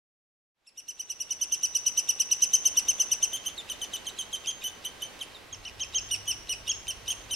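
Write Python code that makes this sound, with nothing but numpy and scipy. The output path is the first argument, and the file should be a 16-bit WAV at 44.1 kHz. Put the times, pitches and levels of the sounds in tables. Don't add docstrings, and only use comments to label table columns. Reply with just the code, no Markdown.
import sys
import numpy as np
from scipy import signal
from scipy.fft import rfft, irfft, next_fast_len
from scipy.io import wavfile
from scipy.ndimage import map_coordinates

SR = 44100
rng = np.random.default_rng(int(sys.argv[2]) if len(sys.argv) > 2 else 0)


def to_wav(sig):
    pcm = np.clip(np.atleast_2d(sig), -1, 1) * 32767
    pcm = np.round(pcm).astype(np.int16)
    wavfile.write(sys.argv[1], SR, pcm.T)


N = 324135

# start in seconds, length in seconds, middle pitch in Hz.
BEGGING_NOTES = [(.669, .028, 2740), (.7738, .032, 2974), (.8823, .03, 3020), (.993, .028, 3005),
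                 (1.0973, .027, 2995), (1.2014, .028, 2975), (1.305, .027, 3020), (1.412, .031, 3050),
                 (1.52, .031, 3085), (1.63, .033, 3026), (1.7494, .028, 3000), (1.8619, .026, 3020),
                 (1.9735, .029, 3045), (2.0871, .027, 2995), (2.1974, .027, 3000), (2.312, .025, 3010),
                 (2.42, .028, 3075), (2.533, .029, 3120), (2.653, .028, 3100), (2.769, .031, 3005),
                 (2.8835, .029, 3120), (2.9972, .03, 3075), (3.115, .024, 3040), (3.2262, .027, 3100)]
# time in seconds, effort in dB.
BEGGING_EFFORT = [(.68, -5.5), (.79, -.6), (1.2, -.5), (1.45, .9), (1.87, 1.3), (2.2, -.2), (2.55, 1.3),
                  (2.78, -.3), (3.23, -.7)]
# start in seconds, length in seconds, middle pitch in Hz, effort in dB, name of the note type.
MIXED_CALLS = [(3.332, .035, 3160, -.6, "lift"), (3.4607, .026, 3107, .5, "lift"),
               (3.5795, .031, 3630, -5.2, "squeak"), (3.699, .027, 3010, -2.6, "slide"),
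               (3.8165, .029, 3035, -2.8, "slide"), (3.936, .029, 3010, -2.8, "slide"),
               (4.068, .025, 3085, -3, "slide"), (4.1885, .029, 3140, -2.1, "slide"),
               (4.33, .029, 3135, -1.9, "slide"), (4.448, .012, 2670, -12, "squeak"),
               (4.4717, .036, 3235, 1.8, "ring"), (4.621, .011, 2480, -12, "squeak"),
               (4.64, .04, 3070, -1.5, "lift"), (4.85, .015, 3050, -.7, "pip"),
               (5.021, .015, 3040, -1.8, "pip"), (5.2118, .02, 3100, -3, "drop"),
               (5.348, .026, 3680, -15, "squeak"), (5.5262, .025, 3190, -13.5, "whistle"),
               (5.6535, .036, 3050, -8, "pure"), (5.8039, .038, 3190, -2.7, "pure"),
               (5.947, .047, 3208, 1, "pure"), (6.1115, .044, 2980, .3, "bright"),
               (6.278, .047, 3040, .7, "bright"), (6.4942, .045, 2975, -1.3, "bright"),
               (6.6782, .011, 2930, -.5, "lift"), (6.69, .033, 3310, 1.3, "pure"),
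               (6.8813, .035, 3110, -2, "bright"), (7.08, .026, 3060, -1.3, "lift"),
               (7.104, .019, 3230, .8, "bright"), (7.311, .039, 3086, -1.3, "bright")]
NOTE_TYPES = {"arch": (.893, .85, 120, 12.3, -4.1, -9.9), "lift": (.93, .972, 350, -1, -8.5, -10.5),
              "ring": (.9, .955, 100, -2, -15.5, -20), "slide": (1.055, .955, 830, .8, -9.3, -14.5),
              "pip": (.915, 1.02, 0, -4.5, -9, -8), "squeak": (1.1, .96, 100, -6, -21, -26),
              "drop": (1.07, .79, 250, -9, -16.5, -17.5), "whistle": (1.04, .82, 0, 21, -19, -24),
              "pure": (.9, .805, 150, 3.4, -24, -27), "bright": (.96, .86, 250, 2.3, -6, -10.3)}
# share of the note's length, level in dB.
NOTE_SWELL = [(0, 0.5), (.15, 1), (.45, .5), (.7, 0), (.86, -.5), (1, -9)]
# seconds before the note, share of the way from starting pitch to the slur's top, level in dB.
LEAD_IN_SLUR = [(.022, .3, -34), (.013, .7, -24), (.005, 1, -15), (.002, .7, -9), (0, 0, -5)]
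# frequency in Hz, relative level in dB per Hz.
RASP_SPECTRUM = [(1800, -40), (2700, 15), (4000, -5), (5300, 6.5), (7500, -9), (11000, -5), (13000, -25),
                 (16000, -28)]
# frequency in Hz, relative level in dB.
NEAR_COLOUR = [(2500, -14), (3050, -4), (4000, -1.5), (5200, -1.5), (5950, 9), (6500, 12), (7500, 11.5),
               (8600, 9.5), (10000, 8), (11600, 4), (12400, -6.5), (13000, -4), (15500, -11)]
# frequency in Hz, relative level in dB.
FAR_COLOUR = [(2500, -5), (3100, -1), (4000, 6), (5000, -6.5), (5550, 7.5), (6080, -3), (6550, 7.5),
              (7500, -5), (9100, 6), (10200, -11), (12200, -5), (13200, -18)]
# time in seconds, gain in dB.
HOLLOW_RING = [(0, -12), (3.2, -14.5), (3.35, -11.5), (4.4, -6.5), (4.9, -2.5), (5.1, 5.5), (5.3, -12),
               (5.5, -22)]
# centre in Hz, width in Hz, strength in dB.
HOLLOW_RESONANCES = [(3069, 254, 1), (6073, 310, 3), (9340, 350, 2), (12200, 500, -15)]
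# frequency in Hz, time to die away by 60 dB in seconds.
WOOD_DECAY = [(500, 0.27), (3000, 0.5), (6000, 0.57), (9000, 0.43), (14000, 0.18)]
# frequency in Hz, relative level in dB per Hz.
AIR_SPECTRUM = [(25, -5), (60, 1.5), (130, -2.5), (220, -1.5), (420, 0), (800, -1.5), (1500, -5),
                (2600, -4.5), (4300, -9), (7500, -16.5), (12000, -20.5), (15500, -28)]
# time in seconds, level in dB.
RUSH_LEVEL = [(0, -48), (2.6, -49), (3.6, -48), (5.4, -49.5), (5.6, -49.5), (7.35, -49.5)]
# frequency in Hz, level in dB.
WHINE_TONES = [(1087, -69), (1572, -68.5), (1916, -69.5), (2024, -72)]
# frequency in Hz, relative level in dB per Hz.
DRONE_SPECTRUM = [(15, -30), (30, -7), (55, -0.5), (72, -10), (85, -10), (102, -8), (120, -12), (200, -24),
                  (500, -80)]
# time in seconds, pitch in Hz.
HUM_PITCH = [(5.5, 98), (6.0, 102.1), (6.5, 99.6), (7.0, 103.3), (7.35, 106)]
# frequency in Hz, likeness (1 is identical).
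LEFT_RIGHT_LIKENESS = [(50, 0.92), (100, 0.46), (170, 0.25), (700, 0.5), (1500, 0.29), (4000, 0.61),
                       (12000, 0.1)]
# frequency in Hz, left minus right in dB.
MICROPHONE_TILT = [(60, -1.8), (400, -2.8), (1300, -1.2), (3000, -2.2), (6000, .1), (12000, .5)]
# time in seconds, gain.
FADE_IN = [(.54, 0), (2.56, 0.94)]

FARTHER_FROM_S = 5.51
NOTE_DB = -29.25
BRIGHTENS = 1.05
TOP_HZ = 15900


def amp(db):
    return 10 ** (np.asarray(db) / 20)


def unit(x):
    return x / np.sqrt(np.mean(x ** 2) + 1e-20)


def along(points, hz):
    f, v = np.transpose(points)
    return np.interp(np.log(hz + 1), np.log(f + 1), v)


def read(rows, x):
    return np.interp(x, *np.transpose(rows))


def curve(rows):
    return read(rows, np.arange(N) / SR)


def wobble(rate, size):
    knots = rng.standard_normal(int(size * rate / SR) + 4)
    return map_coordinates(knots, [np.arange(size) * rate / SR])


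def sine(pitch):
    return np.sin(2 * np.pi * np.cumsum(pitch) / SR)


def filtered(x, response):
    m = next_fast_len(N + SR // 2)
    return irfft(rfft(x, m) * response(np.fft.rfftfreq(m, 1 / SR)), m)[..., :N]


def woodpeckers():
    near_echo_db, far_echo_db, bark_db = -14, -13, -6
    fifth_db, rasp_db = -14, -15
    out = np.zeros((2, N + 2 * SR))
    lead, last_end = SR // 40, 0
    for s, length, glide, flick_hz, levels in notes():
        t = np.arange(-lead, int(length * SR) + lead) / SR
        near = s < FARTHER_FROM_S
        colour, echo_db = (NEAR_COLOUR, near_echo_db) if near else (FAR_COLOUR, far_echo_db)
        slurred = s - last_end > .006
        last_end = s + length

        partials_db = [*levels, levels[2] + fifth_db]
        call = note(t, length, glide, flick_hz, partials_db, colour, slurred)
        call += amp(levels[0] + rasp_db) * rasp(t, length, slurred, sag(*glide[1:]))

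        heard = amp(read(HOLLOW_RING, s)) * signal.fftconvolve(call, hollow_tail())
        heard[:len(call)] += call
        scattered = amp(bark_db) * signal.fftconvolve(heard[None], bark_tail(), axes=1)
        echo = amp(echo_db) * signal.fftconvolve(heard[None], echo_tail(), axes=1)
        for part in (heard[None], scattered, echo):
            out[:, round(s * SR) - lead:][:, :part.shape[1]] += part
    return out[:, :N]


def notes():
    begging = [(s, length, hz, read(BEGGING_EFFORT, s), "arch") for s, length, hz in BEGGING_NOTES]
    for s, length, hz, effort_db, kind in begging + MIXED_CALLS:
        start, end, flick_hz, second_db, third_db, fourth_db = NOTE_TYPES[kind]
        over_fundamental = np.array([0, second_db + BRIGHTENS * effort_db, third_db, fourth_db])
        levels = NOTE_DB + effort_db + over_fundamental
        yield s, length, (start * hz, hz, end * hz), flick_hz, levels


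def note(t, length, glide, flick_hz, levels, colour, slurred):
    crest, settle = 0.43, 0.88
    flick_s, dull_s, release_s = 0.004, 0.015, 0.029
    rasp_hz, rasp_depth = 140, 0.42
    start_hz, mid_hz, end_hz = glide
    u = t / length
    before, lift, soft_db = np.transpose(LEAD_IN_SLUR[::-1])
    before = before * rng.uniform(.6, 1.15)

    rise = np.clip(1 - u / crest, 0, 1) ** 2
    descent = np.clip((u - crest) / (settle - crest), 0, 1) ** 2.17
    pitch = mid_hz + (start_hz - mid_hz) * rise + (end_hz - mid_hz) * descent
    slur_top_hz = 3950 + 220 * rng.standard_normal()
    pitch += np.interp(-t, before, lift) * (slur_top_hz - start_hz)
    pitch += flick_hz * rng.uniform(.7, 1.3) * np.clip((t - length) / flick_s, 0, 1)
    rough = 0.12 + np.clip((u - .73) / 0.36, 0, 1) + np.clip(-t / 0.019, 0, 1)
    pitch += rasp_hz * rough * wobble(1300, len(t))
    phase = 2 * np.pi * np.cumsum(pitch) / SR

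    swell_db = np.where(t < 0, np.interp(-t, before, soft_db), read(NOTE_SWELL, u))
    swell = amp(swell_db - 20 * np.maximum(t - length, 0) / release_s)
    onset_s = t[0] if slurred else -.002
    swell *= np.clip((t - onset_s) / 0.0015, 0, 1)
    swell *= 1 + rasp_depth * rough * wobble(902, len(t))

    body = (u > .06) & (u < .85)
    sound = np.zeros(len(t))
    for k, db in enumerate(levels, 1):
        gain = amp(along(colour, k * pitch) + 0.91 * wobble(164, len(t)))
        if k <= 3:
            gain /= np.sqrt(np.mean(gain[body] ** 2))
        slur_db = min(db, levels[0] - 6 * (k - 1))
        level_db = np.interp(t, [-.002, .003, length, length + dull_s], [slur_db, db, db, slur_db])
        sound += amp(level_db) * gain * np.sin(k * phase) * (k * pitch < SR / 2)
    return sound * swell


def sag(mid_hz, end_hz):
    return np.clip((mid_hz - end_hz) / 240, .15, 1)


def rasp(t, length, slurred, sagging):
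    late, width, early, catch_s, catch_width = .002, .0085, .008, .021, .003
    opening_db, catch_db = -6, -9
    hz = np.fft.rfftfreq(len(t), 1 / SR)
    white = rng.standard_normal(len(t))
    noise = unit(irfft(rfft(white) * amp(along(RASP_SPECTRUM, hz)), len(t)))
    closing = sagging * np.exp(-((t - length - late) / width) ** 2)
    opening = amp(opening_db) * np.exp(-((t + early) / early) ** 2)
    opening += amp(catch_db) * np.exp(-((t + catch_s) / catch_width) ** 2)
    return noise * (slurred * opening + closing) * amp(5.5 * wobble(700, len(t)))


def hollow_tail():
    t60, build = 0.1, 0.0031
    t = np.arange(SR // 4) / SR
    hz = np.fft.rfftfreq(len(t), 1 / SR)
    shape = sum(amp(db) / (1 + (2 * (hz - centre) / width) ** 2) for centre, width, db in HOLLOW_RESONANCES)
    decay = amp(-60 * t / t60) * (1 - np.exp(-t / build))
    return irfft(rfft(rng.standard_normal(len(t))) * shape, len(t)) * decay / np.linalg.norm(decay)


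def bark_tail():
    t = np.arange(SR // 100) / SR
    burst = rng.standard_normal((2, len(t))) * np.exp(-t / 0.0016)
    scatter = np.diff(np.diff(burst))
    return scatter / np.linalg.norm(scatter[0])


def echo_tail():
    hz, t, z = signal.stft(rng.standard_normal((2, SR // 2)), SR, nperseg=256)
    decay = amp(-60 * t / along(WOOD_DECAY, hz)[:, None]) * (1 - np.exp(-t / 0.002))
    tail = signal.istft(z * decay, SR, nperseg=256)[1]
    return tail / np.linalg.norm(tail[0])


def forest():
    drone_db, hum_db = -55, -61
    t = np.arange(N) / SR
    air = amp(curve(RUSH_LEVEL) + 0.9 * wobble(2.89, N)) * rush(AIR_SPECTRUM)
    whine = sum(amp(db + wobble(2.98, N)) * unit(sine(hz + 7 * wobble(30, N))) for hz, db in WHINE_TONES)
    hum_level = amp(hum_db + 2.2 * wobble(5, N))
    hum = hum_level * unit(sine(curve(HUM_PITCH) + 1.62 * wobble(8.8, N)))
    drone = amp(drone_db) * rush(DRONE_SPECTRUM) + hum
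    return air + whine + np.clip((t - FARTHER_FROM_S) / 0.02, 0, 1) * drone


def rush(spectrum):
    def shares(hz):
        turn = np.arccos(np.clip(along(LEFT_RIGHT_LIKENESS, hz), -1, 1)) / 2
        return amp(along(spectrum, hz)) * [np.cos(turn), np.sin(turn)]

    mid, side = filtered(rng.standard_normal((2, N)), shares)
    return unit(np.array([mid + side, mid - side]))


def scene():
    return woodpeckers() + forest()


def record(dry):
    def sides(hz):
        tilt_db = along(MICROPHONE_TILT, hz)
        return amp(np.array([tilt_db, -tilt_db]) / 2) * (hz < TOP_HZ)

    return filtered(dry * curve(FADE_IN), sides)


dry = scene()
out = record(dry)
to_wav(out)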